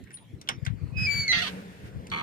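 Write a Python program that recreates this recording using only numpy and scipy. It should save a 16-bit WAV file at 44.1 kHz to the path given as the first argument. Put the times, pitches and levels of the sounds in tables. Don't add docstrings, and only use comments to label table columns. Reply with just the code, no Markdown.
import sys
import numpy as np
from scipy import signal
from scipy.fft import rfft, irfft, next_fast_len
from scipy.io import wavfile
from scipy.ndimage import uniform_filter1d

SR = 44100
rng = np.random.default_rng(int(sys.argv[2]) if len(sys.argv) > 2 else 0)


def undo_db(level):
    steps = np.asarray(level, float) / 20
    return 10 ** steps


def to_wav(s):
    ch = np.atleast_2d(s).T
    pcm = np.round(np.clip(ch, -1, 1) * 32767)
    wavfile.write(sys.argv[1], SR, pcm.astype(np.int16))


N = 97990
T = np.arange(N) / SR

# (frequency [Hz], level [dB per Hz])
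STREET_SPECTRUM = [(18, -60), (30, -42), (114, 0.5), (279, -6.5), (775, -28), (2200, -28), (6000, -41),
                   (15800, -47.5)]
# (frequency [Hz], likeness [0-1])
PORT_LIKENESS = [(60, 1), (950, 0.5), (15000, 0.087)]
# (time [s], level [dB])
DRONE_LEVEL = [(0, -72.5), (1.0, -52), (1.6, -42), (1.75, -49.5), (2.22, -46)]
# (frequency [Hz], width [Hz], level [dB])
DRONE_PEAKS = [(185, 7.2, 6), (279, 2.8, -4), (444.4, 99, -11)]
# (time [s], left level [dB], right level [dB])
GUST_LEVEL = [(0, -72, -52.5), (.35, -56.5, -68), (.6, -44, -53), (.85, -39, -62.5), (.95, -45, -38),
              (1.03, -37.5, -29.5), (1.1, -42, -42), (1.5, -44, -55), (2.22, -54.5, -54)]
# (frequency [Hz], level [dB])
WIND_SPECTRUM = [(25, -47), (50, -11.5), (100, -2), (220, -13), (600, -52), (2000, -119.5)]
# (time [s], peak level [dB], swing frequency [Hz])
WIND_THUMPS = [(0.344, -28, 98), (1.38, -40, 104), (0.583, -25.5, 116), (0.631, -19, 123),
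               (0.68, -15.5, 116), (.709, -18, 122), (0.793, -37, 92), (0.808, -42, 91), (0.823, -24, 135),
               (0.839, -18.5, 97), (0.857, -27.5, 147), (0.927, -24.5, 132), (.94, -29, 93),
               (.962, -24.5, 157), (0.979, -19.5, 92), (.997, -25.5, 137), (1.037, -25.5, 111),
               (1.082, -33, 100), (1.159, -27.5, 97), (1.197, -22, 130)]
# (time [s], peak level [dB], ring frequency [Hz], crack over ring [dB])
LOCK_CLICKS = [(0.039, -49, 1920, 5), (0.1057, -35, 1600, -12), (0.1148, -39.5, 1690, -5.5),
               (0.131, -52, 1900, 2), (0.141, -44, 3130, 6.5), (0.171, -36, 3760, -14),
               (0.185, -43, 3200, -20), (0.4135, -35.5, 3670, 7), (0.474, -30, 3240, -16),
               (0.4886, -27.5, 5250, 11), (0.4881, -8, 3110, -4.5), (0.4913, -20, 2050, -10),
               (0.4977, -25, 1430, -15), (.072, -42, 2000, -15), (0.649, -36, 5160, -3.5),
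               (0.6515, -33.5, 2070, 5.5), (0.6627, -19.5, 1550, -10), (0.6646, -21, 3380, -12),
               (0.668, -29.5, 3770, -6), (.674, -42, 1550, -16), (2.067, -36, 2600, -12),
               (2.069, -39.5, 2700, 6), (2.1, -36.5, 4300, -2)]
# (frequency [Hz], level [dB per Hz])
CRACK_SPECTRUM = [(1500, -8), (3000, -4.5), (6000, 6), (10000, -0.5), (15500, -24)]
# (frequency [Hz], level [dB per Hz])
POST_SPECTRUM = [(300, -8.5), (1000, 3), (2100, 5), (3500, -7.5), (8000, -32)]
# (frequency [Hz], level [dB], decay to -60 dB [s])
CASE_MODES = [(5362, 3, .25), (5911, -2, .25)]
# (time [s], level [dB])
PIN_LEVEL = [(.12, -75), (.135, -46), (.147, -35.5), (.16, -40.5), (.178, -53.5), (.2, -61), (.23, -62),
             (.242, -89), (.36, -82)]
# (time [s], pitch [Hz], level [dB], octave level [dB],
# left over right [dB], octave left over right [dB])
SQUEAL_STEPS = [
    [(.92, 2443, -70, -100, -12, -9), (.955, 2575, -61.5, -103, -32, 5), (.972, 2529, -37, -41.5, -14, 1),
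     (1.03, 2532, -31, -41, 1, 18), (1.058, 2511, -33, -29, -7, -4), (1.071, 2437, -40, -45.5, -29, 31)],
    [(1.069, 2330, -24, -47.5, 1, -27), (1.11, 2298, -29, -37, 11.5, 11), (1.21, 2268, -37, -28, 8, -2.5),
     (1.283, 2187, -31, -49, 0, -1)],
    [(1.28, 2199, -33.5, -31, -7, 25.5), (1.292, 2053, -24.5, -33.5, -1, -23.5),
     (1.32, 1999, -23, -20, -9, 4.5), (1.328, 2090, -52, -38, -5, -21)],
]
# (third, fourth, fifth, sixth partial under the octave [dB])
SQUEAL_UPPER = [
    (-26, -44, -52, -54),
    (-12, -29, -27, -24),
    (-12, -30, -36, -38),
]
# (time [s], level [dB])
RUB_LEVEL = [(.94, -83), (.985, -48), (1.15, -43.5), (1.3, -44.5), (1.48, -42.5), (1.52, -49),
             (1.75, -57.5), (1.8, -55.5), (1.88, -55.5), (1.92, -66.5), (2.22, -63)]
# (frequency [Hz], level [dB per Hz])
RUB_SPECTRUM = [(500, -11), (1150, -13.5), (1600, -1.5), (2600, -6), (4000, -15), (7000, -18),
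                (10900, -20.5), (15500, -27.5)]
# (time [s], level [dB])
GROAN_LEVEL = [(1.318, -36), (1.33, -21), (1.37, -23), (1.39, -26.5), (1.4, -30), (1.412, -26.5)]
# (time [s], rate [slips per s])
GROAN_SLIP_RATE = [(1.31, 175), (1.335, 173.6), (1.35, 172.5), (1.365, 171.2), (1.385, 170.3), (1.4, 171),
                   (1.42, 176)]
# (left level [dB], right level [dB])
HINGE_PARTIALS = [(-10, -14), (-17, -15), (-24, -24), (-16, -17), (-16, -9), (-12, -12), (-16, -10),
                  (-3, 4), (3, 7), (-8, -10), (-4, -10), (-2, -12), (-6, -3), (-14, -10), (-10, -20),
                  (-13, -3), (-16, -12), (-14, -6), (-13, -3), (-10, -5), (-12, -13), (-7, -10), (-11, -4),
                  (-14, -19), (-21, -18), (-21, -23), (-10, -22), (-17, -39), (-25, -35), (-19, -30),
                  (-15, -21), (-18, -30), (-23, -32), (-25, -30), (-15, -31), (-21, -38)]
# (time [s], level [dB], roughness [0-1])
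CREAK_LEVEL = [(1.38, -34, 0.04), (1.395, -31, 0), (1.408, -45, 0.01), (1.422, -28, 0.11),
               (1.435, -32.5, 0.1), (1.455, -36.5, 0.25), (1.483, -38.5, 0.35), (1.492, -47.5, 0.35),
               (1.52, -82, 0.4)]
# (time [s], rate [slips per s])
CREAK_SLIP_RATE = [(1.37, 682), (1.39, 681), (1.4, 686), (1.42, 722), (1.43, 700), (1.441, 625),
                   (1.456, 590), (1.468, 550), (1.48, 485), (1.53, 465)]
# (frequency [Hz], level [dB per Hz])
PLANK_SPECTRUM = [(300, -42), (720, 1.5), (1250, -2.5), (2100, 0), (3300, 4), (4300, -0.5), (6000, -13.5),
                  (15500, -29)]
RATTLE_TIMES = [2.115, 2.123, 2.134, 2.1437, 2.159, 2.1715, 2.183, 2.1945, 2.2065, 2.22]
# (frequency [Hz], width [Hz], level [dB])
LATCH_PEAKS = [(930, 830, -1.5), (2180, 220, 7.5), (2520, 300, 0), (2710, 120, 0), (3330, 510, 1),
               (4443, 170, 2), (5200, 5200, -13.5)]
# (frequency [Hz], width [Hz], level [dB])
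REBOUND_PEAKS = [(885, 95, 4), (1200, 130, 4)]
# (frequency [Hz], level [dB])
RIGHT_PORT_RESPONSE = [(4500, 0.5), (7500, -4.5), (15500, -10.5)]


def evened(x):
    return x / np.sqrt(np.mean(x ** 2) + 1e-20)


def read(points, hz):
    f, value = np.transpose(points)
    return np.interp(np.log(hz + 1), np.log(f + 1), value)


def curve(rows):
    r = np.array(rows, float)
    inside = (T > r[0, 0]) & (T < r[-1, 0])
    gate = uniform_filter1d(1. * inside, size=150)
    return [np.interp(T, r[:, 0], column) for column in r.T[1:]] + [gate]


def colour(x, points):
    log_gain = np.log(undo_db(read(points, abs(np.fft.fftfreq(4096, 1 / SR)))))
    taps = np.fft.ifft(np.exp(np.conj(signal.hilbert(log_gain)))).real[:2048]
    taps = (taps / np.linalg.norm(taps)).reshape((1,) * (x.ndim - 1) + (-1,))
    return signal.oaconvolve(x, taps)[..., :x.shape[-1]]


def resonate(x, hz, width_hz):
    turn = np.exp(2j * np.pi * np.cumsum(hz * np.ones(len(x))) / SR)
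    r = np.exp(-np.pi * abs(width_hz) / SR)
    return 2 * (turn * signal.lfilter([1 - r], [1, -r], x / turn + 1e-18)).real


def body(x, peaks):
    return sum((-1) ** k * undo_db(db) * resonate(x, hz, width) for k, (hz, width, db) in enumerate(peaks))


def drift(span_s, rows=()):
    size = max(int(span_s * SR), 2)
    x = rng.standard_normal(rows + (N,))
    return evened(uniform_filter1d(uniform_filter1d(x, size), size))


def place(x, pan_db, lag_s=0.000407):
    size = next_fast_len(N + 999)
    delay = np.exp(-2j * np.pi * np.fft.rfftfreq(size, 1 / SR) * lag_s)
    late = irfft(rfft(x, size) * delay, size)[:N]
    return np.array([x * undo_db(pan_db / 2), late * undo_db(-pan_db / 2)])


def street():
    frames, hz = N // 256 + 5, np.fft.rfftfreq(1024, 1 / SR)
    a, b, c, d, patches = rng.standard_normal((frames, 513, 5)).T
    patches = uniform_filter1d(patches, size=12, axis=0)
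    patches = evened(uniform_filter1d(patches, size=10, axis=1))
    same = np.clip(read(PORT_LIKENESS, hz), -1, 1)[:, None]
    left = a + 1j * b
    right = same * left + np.sqrt(1 - same ** 2) * (c + 1j * d)
    z = np.array([left, right]) * undo_db(read(STREET_SPECTRUM, hz)[:, None] + 4.46 * patches)
    wash = evened(signal.istft(z, nperseg=1024, noverlap=768)[1][:, :N])
    drone = evened(body(rng.standard_normal(N), DRONE_PEAKS)) * undo_db(curve(DRONE_LEVEL)[0])
    return undo_db(-49) * wash + place(drone, 0.98)


def wind():
    left_db, right_db, _ = curve(GUST_LEVEL)
    rumble = evened(colour(rng.standard_normal((2, N)), WIND_SPECTRUM))
    out = rumble * undo_db(np.array([left_db, right_db]) + 6.8 * drift(0.055, (2,)))
    for s, db, hz in WIND_THUMPS:
        u = (T - s) * hz
        swing = np.cos(2 * np.pi * (u * (1 - 0.089 * u) + rng.random()))
        out[0] += undo_db(db - 0.5) * np.exp(-(u / 0.86) ** 2) * swing
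    return out


def lock():
    ring_t60, crack_t60, post_t60 = .018, .02, .13
    out, t = np.zeros((2, N + 9000)), np.arange(9000) / SR
    for s, db, hz, crack_db in LOCK_CLICKS:
        noise = rng.standard_normal((3, 9000))
        ring = .5 * evened(resonate(resonate(noise[0], hz, 730), hz, 700)) * undo_db(-60 * t / ring_t60)
        crack = colour(noise[1], CRACK_SPECTRUM) * undo_db(crack_db - 8.5 - 60 * t / crack_t60)
        post = colour(noise[2], POST_SPECTRUM) * undo_db(-22.5 - 60 * t / post_t60)
        post *= np.minimum(t / 0.00043, 1)
        case = sum(undo_db(-38 + mode_db - 60 * t / t60) * np.sin(2 * np.pi * f * t)
                   for f, mode_db, t60 in CASE_MODES)
        case = case * (db > -15) * (t < .078)
        click = np.array([ring + post, crack + case])
        out[:, int(s * SR):][:, :9000] += undo_db(db) * np.minimum(t / 0.0012, 1) * click
    db, gate = curve(PIN_LEVEL)
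    pin = np.sqrt(2) * gate * undo_db(db) * np.sin(2 * np.pi * 9654 * T)
    return place(out[0, :N], -4) + place(out[1, :N], 1) + place(pin, -2)


def squeal():
    out = np.zeros((2, N))
    for rows, upper in zip(SQUEAL_STEPS, SQUEAL_UPPER):
        hz, db, octave_db, pan_db, octave_pan_db, gate = curve(rows)
        turns = np.cumsum(hz * (1 + 0.00071 * drift(0.011))) / SR
        levels = [db, octave_db] + [octave_db + u for u in upper]
        for k, level in enumerate(levels, 1):
            fuzz = evened(resonate(rng.standard_normal(N), k * hz, 89))
            tone = np.sqrt(2) * np.sin(2 * np.pi * (k * turns + rng.random())) + undo_db(-16) * fuzz
            flutter_db = 0.5 * np.sqrt(k - .7) * drift(0.0032)
            out += place(gate * undo_db(level + flutter_db) * tone, pan_db if k == 1 else octave_pan_db)
    return out


def rub():
    db, gate = curve(RUB_LEVEL)
    grain_db = 0.43 * drift(0.011, (2,)) + 1.57 * drift(0.059)
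    grains = rng.standard_normal((2, N)) * undo_db(grain_db)
    return evened(colour(grains, RUB_SPECTRUM)) * undo_db(db) * gate


def groan():
    db, gate = curve(GROAN_LEVEL)
    rate = curve(GROAN_SLIP_RATE)[0]
    turns = np.cumsum(rate) / SR + 0.0022 * drift(0.0036)
    turns = np.array([turns, turns - 0.000635 * rate])
    ringing = 0
    for k, port_db in enumerate(HINGE_PARTIALS, 4):
        level = undo_db(np.array(port_db)[:, None] + 4.2 * drift(.012, (2,)))
        ringing = ringing + level * np.cos(2 * np.pi * (k * turns + rng.random()))
    breath = undo_db(-27) * colour(rng.standard_normal((2, N)), PLANK_SPECTRUM)
    return (evened(ringing) + breath) * undo_db(db) * gate


def slips(rate, rough, count):
    turns = np.cumsum(rate) / SR + 0.36 * rough * drift(0.0024)
    pulses = sum(np.cos(2 * np.pi * k * turns) for k in range(1, count))
    return pulses * undo_db(7.7 * rough * drift(0.0016)) / np.sqrt(count / 2)


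def creak():
    db, rough, gate = curve(CREAK_LEVEL)
    knocks = slips(curve(CREAK_SLIP_RATE)[0], rough, count=20)
    return place(colour(knocks, PLANK_SPECTRUM) * undo_db(db) * gate, -4.1, 0.00066)


def rattle():
    rebound_s = 0.0068
    hit, rebound, t = np.zeros(N + 400), np.zeros(N + 900), np.arange(400) / SR
    scratch = rng.standard_normal(400)
    for s in RATTLE_TIMES:
        size = undo_db(-26.5 + 0.5 * rng.standard_normal(2))
        fresh = scratch + 0.58 * rng.standard_normal(400)
        hit[int(s * SR):][:400] += size[0] * t / 0.0028 * np.exp(-t / 0.0016) * fresh
        rebound[int((s + rebound_s) * SR)] += size[1]
    scratches = undo_db(14.5) * body(body(hit[:N], LATCH_PEAKS), LATCH_PEAKS)
    return place(scratches + undo_db(30.5) * body(rebound[:N], REBOUND_PEAKS), -2, 0.000674)


def yard(x):
    t = np.arange(8000) / SR
    sparse = rng.standard_normal((2, 8000)) * (rng.random((2, 8000)) < .06)
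    taps = uniform_filter1d(sparse * undo_db(-60 * t / .1) * (t > .002), size=3)
    return signal.fftconvolve(x, taps / np.linalg.norm(taps[0]), axes=1)[:, :N]


def scene():
    background = street() + wind()
    knocks = lock() + creak() + rattle()
    tones = squeal() + groan()
    gate = knocks + undo_db(-11) * yard(knocks) + tones + undo_db(-15) * yard(tones)
    return background + gate + rub()


def low_pass(x):
    return signal.sosfilt(signal.butter(12, 15960, fs=SR, output="sos"), x)


def record(dry):
    response = undo_db(read(RIGHT_PORT_RESPONSE, np.fft.rfftfreq(N, 1 / SR)))
    right = irfft(rfft(dry[1]) * response, N)
    band_limit = signal.firwin(511, 15600, window=("kaiser", 9), fs=SR)
    mix = signal.oaconvolve(np.array([dry[0], right]), band_limit[None], "same")
    return low_pass(mix)


dry = scene()
out = record(dry)
to_wav(out)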